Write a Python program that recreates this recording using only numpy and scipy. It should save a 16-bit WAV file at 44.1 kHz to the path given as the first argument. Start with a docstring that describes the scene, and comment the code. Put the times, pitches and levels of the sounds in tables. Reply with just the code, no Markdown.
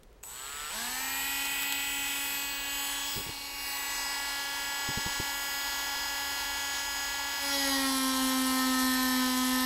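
"""Low workshop rumble and plastic clicks, then a small rotary tool starts softly and runs up to 280 turns a second.
It is turned in the hand, stood upright over a workpiece, and slows as its bit skips, bites and grinds.
Shaft orders whine from the casing, brushes buzz and spark over the commutator, cooling air rushes through
the vents and the speed controller whistles. One clip-on microphone hears it all, and clothing bumps it."""
import sys
import numpy as np
from scipy import signal
from scipy.fft import rfft, irfft, next_fast_len
from scipy.io import wavfile
from scipy.ndimage import uniform_filter1d, map_coordinates

SR = 44100
rng = np.random.default_rng(int(sys.argv[2]) if len(sys.argv) > 2 else 0)


def dump(signal):
    """Clip the signal to [-1, 1] and save it as 16-bit WAV at the path in sys.argv[1]."""
    limited = np.clip(np.atleast_2d(signal).T, -1, 1)
    pcm = np.round(limited * 32767).astype(np.int16)
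    wavfile.write(sys.argv[1], SR, pcm)


N = 425565
TIME = np.arange(N) / SR  # s

SWITCH_ON, START_S = 0.229, 0.11  # s; time constant in s of the motor's noise building up
FULL_POWER = 0.7  # s, end of the soft start
FREE_SPEED = 280.3  # turns per s, approached without load
CONTACT, PRESS_S = 7.39, 0.24  # the bit meets the work (s), the hand leans on it (time constant, s)
BITE, BITE_S = 7.7, 0.28  # the bit sinks fully into the cut (start and length, s)
LOWER, LOWER_S = 3.59, 0.27  # the tool comes down close to the bench (start and length, s)
REST, REST_S = 4.86, 0.9  # the hand comes to rest on the work (start and length, s)

# Stages before the microphone: full power with the tool side on, then turned, tilted and upright in the hand.
# Each row: start of the change in seconds, its length in seconds, then base levels in dB of whine,
# fan air, brushes and whistle.
HOLDS = [(0.68, 0.07, -36.5, -48, -47.5, -42.5), (2.05, 0.4, -40.5, -43.5, -51, -42.5),
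         (3.1, 0.23, -40.5, -41.5, -52, -43), (3.9, 0.49, -38, -41, -52.5, -45)]


def amp(db):
    """Turn dB into an amplitude factor."""
    return np.exp(np.asarray(db) * np.log(10) / 20)


def unit(x):
    """Bring a signal to rms 1."""
    return x / np.sqrt(np.mean(x ** 2) + 1e-20)


def curves(rows):
    """One value per sample for each column after the time."""
    seconds, *columns = np.transpose(rows)
    return [np.interp(TIME, seconds, column) for column in columns]


def ramp(start, length):
    """A straight rise from 0 to 1."""
    return np.clip((TIME - start) / length, 0, 1)


def settle(start, time_constant):
    """An exponential approach from 0 to 1."""
    return 1 - np.exp(-np.maximum(TIME - start, 0) / time_constant)


def bells(rows):
    """Bell-shaped swells from (s, half width at 1/e in s, height, ..) rows: one curve for each height."""
    seconds, width, *heights = np.transpose(rows)
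    return np.array(heights) @ np.exp(-((TIME - seconds[:, None]) / width[:, None]) ** 2)


def wobble(rate):
    """A smooth random curve, rate knots a second."""
    knots = rng.standard_normal(int(N * rate / SR) + 4)
    grid = np.arange(0, len(knots) - 1, 1 / 8)
    return np.interp(TIME * rate, grid, map_coordinates(knots, [grid]))


def filtered(x, response):
    """Shape the spectrum of x by a response of frequency."""
    m = next_fast_len(N + SR // 2)
    return irfft(rfft(x, m) * response(np.fft.rfftfreq(m, 1 / SR)), m)[:N]


def coloured(x, points):
    """Shape x by a (Hz, dB) spectrum and bring it to rms 1."""
    f, db = np.transpose(points)
    return unit(filtered(x, lambda hz: amp(np.interp(np.log(hz + 1), np.log(f), db))))


def pulsed(angle, depth):
    """Noise that swells once in each cycle of the angle."""
    return rng.standard_normal(N) * np.exp(depth * np.cos(angle))


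def one_turn(angle, size=4096):
    """A random surface profile that repeats with every turn of the shaft."""
    orders = np.arange(size // 2 + 1)
    heard = (orders > 12) & (orders < 57)
    profile = irfft(heard * np.exp(2j * np.pi * rng.random(len(orders))))
    return unit(profile)[(angle * size / (2 * np.pi)).astype(int) % size]


def stages():
    """How far the rise to full power and each later move of the hand have come, 0 to 1."""
    return np.array([ramp(start, length) for start, length, *_ in HOLDS])


def held():
    """Base levels of whine, fan air, brushes and whistle (dB), gliding from hold to hold."""
    levels = np.array(HOLDS)[:, 2:]
    return levels[0][:, None] + np.diff(levels, axis=0).T @ stages()[1:]


def shadow():
    """Losses (dB) of the whole tool, its whistle and its middle range as the hand passes in front."""
    # Each row: centre in seconds, half width at 1/e in seconds, then base losses in dB of the whole tool,
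    # the whistle and the casing's middle range (extra; below zero it gains).
    hand_passes = [(2.58, 0.13, 2.5, 3, -2.5), (3.43, 0.24, 4, 12, 11), (4.46, 0.13, 0.4, 8, 0.5)]
    return bells(hand_passes)


def sway(braced_db=0.8, air_db=0.7, turn_db=1.2, cut_db=0.7):
    """Base depth (dB) of the swelling and fading with hand movement, deepest while turned in the air."""
    _, turned, _, upright = stages()
    depth_db = braced_db + air_db * (1 - upright) + turn_db * (turned - upright)
    return depth_db + cut_db * settle(CONTACT, PRESS_S)


def handled(x, patchy=1.08):
    """Hands and bench shade and reflect the tool: broad bands swell and fade."""
    hz, t, z = signal.stft(x, SR, nperseg=512)
    field = rng.standard_normal(z.shape)
    for _ in range(2):
        field = uniform_filter1d(field, size=8, axis=0)
        field = uniform_filter1d(field, size=28, axis=1)
    # short waves are shaded most
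    depth_db = patchy * np.interp(t, TIME, sway()) * np.sqrt(hz / 6000)[:, None]
    return signal.istft(z * amp(depth_db * unit(field)), nperseg=512)[1][:N]


def spin_up(speed, doubling_db, start_db):
    """A sound builds after switching on and grows with each doubling of the speed (dB)."""
    return doubling_db * np.log2(speed / FREE_SPEED) - start_db * (1 - settle(SWITCH_ON, START_S))


def strain(speed, full_lag=0.09):
    """How hard the motor pulls while it runs up, 0 to 1, from how far its speed lags."""
    return stages()[0] * (TIME < CONTACT) * np.tanh((1 - speed / FREE_SPEED) / full_lag)


def casing_level(speed, touch_db=2, bite_db=-3.5):
    """Level of the casing's vibration (dB): the first touch raises it, the full cut damps it."""
    cut_db = touch_db * settle(CONTACT, 0.073) + bite_db * ramp(BITE, BITE_S)
    return held()[0] - shadow()[0] + spin_up(speed, doubling_db=6.5, start_db=19) + cut_db


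def shaft(flutter=0.0036, flutter_rate=60, drift=0.062):
    """The shaft creeps, runs up at full power and sags in the cut; friction makes its angle flutter (rad)."""
    # The cut drags the shaft down. Each row: time in seconds, shaft speed in turns per second.
    cut_speed = [(7.42, 280.7), (7.52, 279.5), (8.01, 263.9), (8.09, 262.7), (9.36, 254.6), (9.58, 256.0)]
    # soft start: a jump to a first speed, then a creep towards a second
    kick_speed, creep_speed, creep_s = 101, 162.7, 0.27  # turns per s, turns per s, time constant s
    creep = kick_speed + (creep_speed - kick_speed) * settle(SWITCH_ON, creep_s)
    creep = np.minimum(creep, np.interp(FULL_POWER, TIME, creep))
    # full power: a quick leap, then a slow approach to the free speed
    leap_speed, leap_s, run_up_s = 48.5, 0.021, 0.219  # turns per s, time constants s
    climb = FREE_SPEED - leap_speed - creep[-1]
    speed = creep + leap_speed * settle(FULL_POWER, leap_s) + climb * settle(FULL_POWER, run_up_s)
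    speed = np.where(TIME < CONTACT, speed, curves(cut_speed)[0])
    angle = 2 * np.pi * np.cumsum(speed) / SR
    return speed, angle + flutter * wobble(flutter_rate) + drift * wobble(8)


def room(floor_db=-56, drone_hz=67, drone_db=-60):
    """Low workshop rumble as filtered noise; a faint wavering drone joins it later."""
    # Each row: frequency in Hz, relative level in dB per Hz.
    rumble = [(15, -12), (45, 3.5), (90, -13.5), (330, -18.5), (420, -10), (700, -22.5), (1200, -25.5),
              (15000, -45)]
    drone = unit(np.sin(2 * np.pi * drone_hz * TIME + .5 * wobble(2.8)))
    drone = ramp(5.3, 1) * drone
    return amp(floor_db) * coloured(rng.standard_normal(N), rumble) + amp(drone_db) * drone


def bumps(t60=0.073, rise=0.0029, rub_db=-6, push_hz=100, push_t60=0.019):
    """Clothing knocks the microphone: a low push, a decaying sine, and a dull noisy rub (times in s)."""
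    # Each row: start in seconds, base level in dB.
    knocks = [(3.161, -26.5), (3.177, -29), (3.196, -32), (3.263, -34), (3.29, -31), (4.887, -23.5),
              (4.973, -24.5), (5.061, -24.5), (5.199, -21)]
    # Cloth on the microphone. Each row: frequency in Hz, relative level in dB per Hz.
    cloth = [(25, -24), (70, -2), (150, 0.5), (300, -1.5), (480, -3.5), (700, -32), (2000, -45)]
    envelope, push, t = np.zeros(N), np.zeros(N), np.arange(SR // 4) / SR
    for start, db in knocks:
        onset = amp(db) * (1 - np.exp(-t / rise))
        envelope[round(start * SR):][:len(t)] += onset * amp(rub_db - 60 * t / t60)
        thump = amp(-60 * t / push_t60) * np.sin(2 * np.pi * push_hz * t)
        push[round(start * SR):][:len(t)] += 2 * onset * thump
    return push + envelope * coloured(rng.standard_normal(N), cloth)


def clicks(t60=0.017, crack=0.57, ring=0.24):
    """Plastic clicks of switch and casing: a short noise crack with a dead ring (t60 in s)."""
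    # Each row: start in seconds, base level in dB, pitch of the ring in Hz.
    plastic = [(.033, -42.5, 3520), (.129, -51, 3000), (.231, -42, 6800), (0.2353, -26.5, 2670),
               (1.455, -20, 9400), (1.622, -20, 8760), (1.631, -19.5, 1518), (1.724, -13, 4150),
               (2.068, -27, 2534)]
    out, t = np.zeros(N), np.arange(SR // 10) / SR
    for start, db, hz in plastic:
        blow = crack * rng.standard_normal(len(t)) + ring * np.sin(2 * np.pi * hz * t)
        out[round(start * SR):][:len(t)] += amp(db - 60 * t / t60) * blow
    # gentle slopes below 1 kHz and above 10 kHz
    return filtered(out, lambda hz: 1j * hz / (1000 + 1j * hz) / (1 + 1j * hz / 10000))


def controller(speed, angle, chop_hz=7800.5, ripple_db=-10, rest_db=-6, cut_db=3.0):
    """The speed controller chops the current at a fixed rate; the three-pole rotor adds sidebands."""
    # The motor can radiates the sidebands. 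Each row: frequency in Hz, relative level in dB.
    motor_can = [(5900, -4), (6900, 7), (7500, -14), (8200, -18), (9000, -7)]
    tone = unit(np.sin(2 * np.pi * chop_hz * TIME + .1 * wobble(38)))
    ripple = tone * (np.cos(angle) + np.cos(3 * angle) + np.cos(6 * angle))
    db = held()[3] - shadow()[1] + spin_up(speed, doubling_db=4.5, start_db=-2)
    db += rest_db * ramp(REST, REST_S) + cut_db * settle(CONTACT, PRESS_S)
    db += 0.32 * sway() * wobble(4)
    return amp(db) * (tone + amp(ripple_db) * coloured(ripple, motor_can))


def hum(speed, angle, hum_db=-51.5, creep_db=-26, turned_db=-1.5, tilted_db=-3.5, shaded=.4):
    """Imbalance shakes the tool once a turn, hardly at all while it creeps."""
    running, turned, tilted, _ = stages()
    db = hum_db + creep_db * (1 - running) + turned_db * turned + tilted_db * tilted
    db -= shaded * shadow()[0]
    return amp(db + 0.85 * wobble(12)) * speed / FREE_SPEED * unit(np.cos(angle))


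def fan(speed, angle, vent_hz=900, vent_width_hz=260, vent_db=-50, bench_db=5, depth=0.31,
        air_strain_db=7, vent_strain_db=5, cut_db=2):
    """Cooling air rushes through the casing and sounds a broad vent resonance, louder near the bench."""
    # Each row: frequency in Hz, relative level in dB per Hz.
    air_colour = [(120, -19), (380, -6.5), (640, -15.5), (1200, -6), (1700, 0), (2500, -9.5), (3400, -4.5),
                  (4200, 2.5), (5600, -2), (7000, -4.5), (8200, -25), (9400, -9.5), (11000, -9.5),
                  (15500, -54)]
    pull = strain(speed)
    air_db = held()[1] + spin_up(speed, doubling_db=2, start_db=15.5) - shadow()[0]
    air_db += air_strain_db * pull + cut_db * settle(CONTACT, 0.065)
    air = amp(air_db + 0.71 * wobble(17)) * coloured(pulsed(angle, depth), air_colour)

    def mode(f):
        """One resonance of the vents as a band-pass response."""
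        return 1j * f * vent_width_hz / (vent_hz ** 2 - f * f + 1j * f * vent_width_hz)

    vent = unit(filtered(rng.standard_normal(N), lambda f: mode(f) ** 2))
    draught_db = spin_up(speed, doubling_db=8, start_db=-3) - shadow()[0] + vent_strain_db * pull
    return air + amp(vent_db + draught_db + bench_db * ramp(LOWER, LOWER_S)) * vent


def commutator(angle, steady_s=0.22):
    """Two high tones, the 18th and 24th shaft orders, change near the bench and at rest; the cut damps them."""
    # Each row: shaft order, base level in dB in the air, then changes in dB near the bench,
    # with the hand at rest and in the cut.
    tones = [(18, -56, 9.5, 1.5, -14), (24, -53.5, -2.5, 11.5, -14)]
    lowered, resting = ramp(LOWER, LOWER_S), ramp(REST - steady_s, steady_s)
    bitten = ramp(BITE, BITE_S)
    out = np.zeros(N)
    for order, air_db, bench_db, rest_db, cut_db in tones:
        db = air_db + bench_db * lowered + rest_db * resting + cut_db * bitten
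        out += amp(db + sway() * wobble(6)) * np.cos(round(order) * angle)
    return np.sqrt(2) * out


def brushes(speed, angle, buzz_db=6, hiss_db=-1.0, tones_db=-1, depth=0.12, cut_db=3.0, shaded=0.99,
            rub=0.0092):
    """Brushes buzz with the surface of the commutator and spark over it as hiss, more under load."""
    # Buzz. Each row: frequency in Hz, relative level in dB.
    buzz_colour = [(3000, -9), (4500, -4), (6000, -7), (7300, -4), (9500, -4), (10700, -10), (11700, 2),
                   (12800, 4), (14000, -2), (15700, -5)]
    # Sparking. Each row: frequency in Hz, relative level in dB per Hz.
    spark_colour = [(1000, -11), (5000, -39), (6000, -16), (7000, 5.5), (9300, 5.5), (10600, -15),
                    (12400, 7.5), (14000, -5), (15700, -6.5)]
    # The brushes spark harder for a moment. Each row: centre in seconds, half width at 1/e in seconds,
    # rise in dB.
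    flares = [(2.15, 0.14, 1.5), (2.88, 0.074, 1.5), (5.55, 0.41, 3)]
    brush_db = held()[2] + bells(flares)[0] - shaded * shadow()[0]
    brush_db += spin_up(speed, doubling_db=3, start_db=4) + cut_db * settle(CONTACT, PRESS_S)
    running = (speed / speed.max()) ** 1.3
    rubbed = angle + rub * wobble(70)  # rad
    # three more profiles come and go as the hand moves
    passing = sum(wobble(3.7) * one_turn(rubbed) for _ in range(3))
    buzz = one_turn(rubbed) + (amp(sway()) - 1) * passing
    buzz = amp(buzz_db) * running * coloured(buzz, buzz_colour)
    sparks = amp(hiss_db + 4.5 * (1.5 - running)) * coloured(pulsed(angle, depth), spark_colour)
    tones = amp(tones_db - shadow()[0]) * running ** 2 * commutator(angle)
    return amp(brush_db) * (buzz + sparks) + tones


def rasp(speed, angle, rasp_db=-5, slow_db=8, depth=0.53, upright_db=-9, hollowed=0.3):
    """The shaft rattles in its bearings: more below full speed, less once the tool stands upright."""
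    # Each row: frequency in Hz, relative level in dB per Hz.
    rattle = [(500, -14.5), (1100, -15), (1600, -2.5), (2200, -4), (2900, -2), (3700, -4), (6000, -17)]
    db = casing_level(speed) + rasp_db + upright_db * stages()[-1]
    db += slow_db * (1 - speed / speed.max()) - hollowed * shadow()[2]
    return amp(db) * coloured(pulsed(angle, depth), rattle)


def skid(angle, skid_db=-39, fade_s=0.26, depth=0.91, catch_db=3):
    """At first touch the bit skips over the surface in uneven bursts, until it has cut a groove."""
    # Each row: frequency in Hz, relative level in dB per Hz.
    skip_colour = [(1200, -29.5), (2200, -3), (3200, -6), (4200, 0), (5600, 0), (7000, -9), (10000, -16)]
    envelope = ramp(CONTACT, 0.087) * (1 - settle(CONTACT, fade_s))
    bursts = amp(skid_db + catch_db * wobble(23)) * envelope
    return bursts * coloured(pulsed(angle, depth), skip_colour)


def grinding(angle, depth=0.73, chatter_db=2, catch_db=0.8, chips_db=-39, light_chips_db=-4,
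             thrum_db=-31.0, light_thrum_db=-20, brighten=0.037, groove_s=1.8):
    """The bit scrapes unevenly once a turn and sets the workpiece thrumming; both grow with pressure."""
    # Each row: frequency in Hz midway into the groove, relative level in dB per Hz.
    chip_colour = np.array([(1500, -62), (3500, -9), (5500, -1), (6600, -2.5), (9500, -2), (11300, 7.5),
                            (12150, -3.5), (12700, 1), (14000, -58), (15700, -41)])
    contact, light = ramp(CONTACT, 0.055), 1 - settle(CONTACT, PRESS_S)
    bites = pulsed(angle, depth) * amp(chatter_db * wobble(280) + catch_db * wobble(30))
    # the scrape rises in pitch as the groove deepens
    shallow = coloured(bites, chip_colour * [1 - brighten, 1])
    deep = coloured(bites, chip_colour * [1 + brighten, 1])
    chips = handled(shallow + (deep - shallow) * ramp(CONTACT, groove_s))
    thrum = amp(thrum_db + light_thrum_db * light + 0.63 * wobble(16)) * unit(np.sin(angle))
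    return contact * (amp(chips_db + light_chips_db * light) * chips + thrum)


def partial(order, angle, sway_db):
    """One shaft order, swelling and fading as the hand moves; short waves sway more."""
    swell = amp(sway_db * min(order / 9, 1.2) * wobble(3.05))
    return swell * np.cos(order * angle + rng.uniform(0, 2 * np.pi))


def whine(speed, angle, beat=.15, casing_hz=1335, casing_width_hz=70, casing_db=11, build_s=0.37,
          creep_db=-4, skip_db=2.0, upright_play_db=-1, chatter_db=1.66, touch_s=0.11,
          hollow_hz=1780, hollow_width_hz=480):
    """Shaft orders from the second up ring from the casing; the bearing puts sidebands above some."""
    # The casing radiates differently to each side, and differently again under load: creeping, side on,
    # turned, tilted, upright, touching, loaded. Each row: shaft order, relative level in dB.
    tables = ([(1, -19), (2, -21), (3, -10.5), (4, -18), (5, -13), (6, -17), (7, -8), (8, -4), (9, -2.5),
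               (10, -6), (11, -18), (12, 0.5), (13, -10)], [(1, -12), (2, -22.5), (3, -7), (4, -20), (5, -6), (6, -14), (7, 0),
                                 (8, -5.5), (9, 3), (10, -3.5), (11, -1), (12, -7)], [(1, -5), (2, -10), (3, -1), (4, -2), (5, -8), (6, 0.5),
                                                  (7, -2.5), (8, -3), (9, 1), (10, 2), (11, -0.5), (12, 2)], [(1, -11), (2, -16.5), (3, -3.5),
                                                                  (4, -4.5), (5, -12), (6, -3), (7, 1),
                                                                  (8, 1), (9, -3), (10, -1), (11, -22),
                                                                  (12, -11)], [(1, -12), (2, -12.5),
                                                                                  (3, -4), (4, -7), (5, -3),
                                                                                  (6, 2.5), (7, -1.5),
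                                                                                  (8, -5), (9, -8),
                                                                                  (10, -3.5), (11, -3),
                                                                                  (12, -3.5)],
              [(1, 0), (2, -3), (3, -5), (4, -7.5), (5, -6.5), (6, -8), (7, 2), (8, -5.5), (9, -8),
               (10, -11), (11, -8), (12, -2.5), (13, -16), (14, -6.5), (15, -8), (16, -9), (17, -22),
               (18, -4.5), (19, -16), (20, -6), (21, -20)], [(1, 0), (2, -11), (3, -12.5), (4, -3.5), (5, -9), (6, -12), (7, -12),
                                 (8, -14), (9, -15), (10, -20), (11, -14.5), (12, -11), (13, -10.5),
                                 (14, -17.5), (15, -14), (16, -9.5), (17, -14), (18, -19), (19, -16),
                                 (20, -17), (21, -9.5), (22, -19)])
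    # Each row: multiple of the bearing beat, base level in dB against the order.
    bearing = [(1, -8.5), (2, -9.5), (3, -16)]
    # Resonances of the workpiece. Each row: centre in Hz, half width in Hz, rise in dB under load.
    work_modes = [(1295, 8.6, 7), (1802, 19, 10)]
    running, upright = stages()[0], stages()[-1]
    creep, load, sway_db = 1 - running, ramp(CONTACT, touch_s), sway()
    # full power, each move, the touch and the bite lead on to the next pattern of orders
    grip = stages().sum(axis=0) + load + ramp(BITE, BITE_S)
    top_order = len(tables[-1])
    patterns = np.zeros((len(tables), top_order))
    for row, table in zip(patterns, tables):
        row[:len(table)] = amp(np.transpose(table)[1])
        row /= np.linalg.norm(row[4:12])  # equal strength over orders 5 to 12
    # the top of the whine opens only close to full speed
    shortfall = np.clip(1 - speed / speed.max(), 0, .12) * (1 - load) * running
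    # the bearing rattles only at speed, and side pressure takes up some of its play
    play = running * (1 - 0.26 * load) * amp(upright_play_db * upright)
    out, hollow_db = np.zeros(N), shadow()[2]
    for order in range(2, top_order + 1):
        tone = partial(order, angle, sway_db)
        if 7 <= order <= 12:
            for k, side_db in bearing:
                phase = rng.uniform(0, 2 * np.pi)
                tone += play * amp(side_db) * np.cos((order + round(k) * beat) * angle + phase)
        db = -30 * np.clip(order - 6, 0, 4) * shortfall
        # the bit makes each order flutter, most while it still skips over the surface
        db += (chatter_db + skip_db * (1 - ramp(BITE, BITE_S))) * load * wobble(22)
        # gliding orders pass through resonances of the casing and of the workpiece
        hz = order * speed
        casing = settle(SWITCH_ON, build_s) / (1 + ((hz - casing_hz) / casing_width_hz) ** 2)
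        db += creep * (creep_db + casing_db * casing)
        for mode_hz, width_hz, mode_db in work_modes:
            db += load * mode_db / (1 + ((hz - mode_hz) / width_hz) ** 2)
        # the passing hand changes the middle range
        db -= hollow_db * np.exp(-((order * FREE_SPEED - hollow_hz) / hollow_width_hz) ** 2)
        level = np.interp(grip, np.arange(len(tables)), patterns[:, order - 1])
        out += level * amp(db) * tone
    return np.sqrt(2) * amp(casing_level(speed)) * out


def scene():
    """All sources meet at one microphone, alike in both channels."""
    speed, angle = shaft()
    rush = handled(rasp(speed, angle) + brushes(speed, angle) + fan(speed, angle))
    tool = whine(speed, angle) + hum(speed, angle) + controller(speed, angle) + rush
    tool = ramp(SWITCH_ON, 0.0023) * tool
    mono = room() + bumps() + clicks() + tool + skid(angle) + grinding(angle)
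    return np.array([mono, mono])


def record(dry, top_hz=15750):
    """The recorder keeps nothing above its band limit."""
    return np.array([filtered(channel, lambda hz: hz < top_hz) for channel in dry])


dry = scene()
out = record(dry)
dump(out)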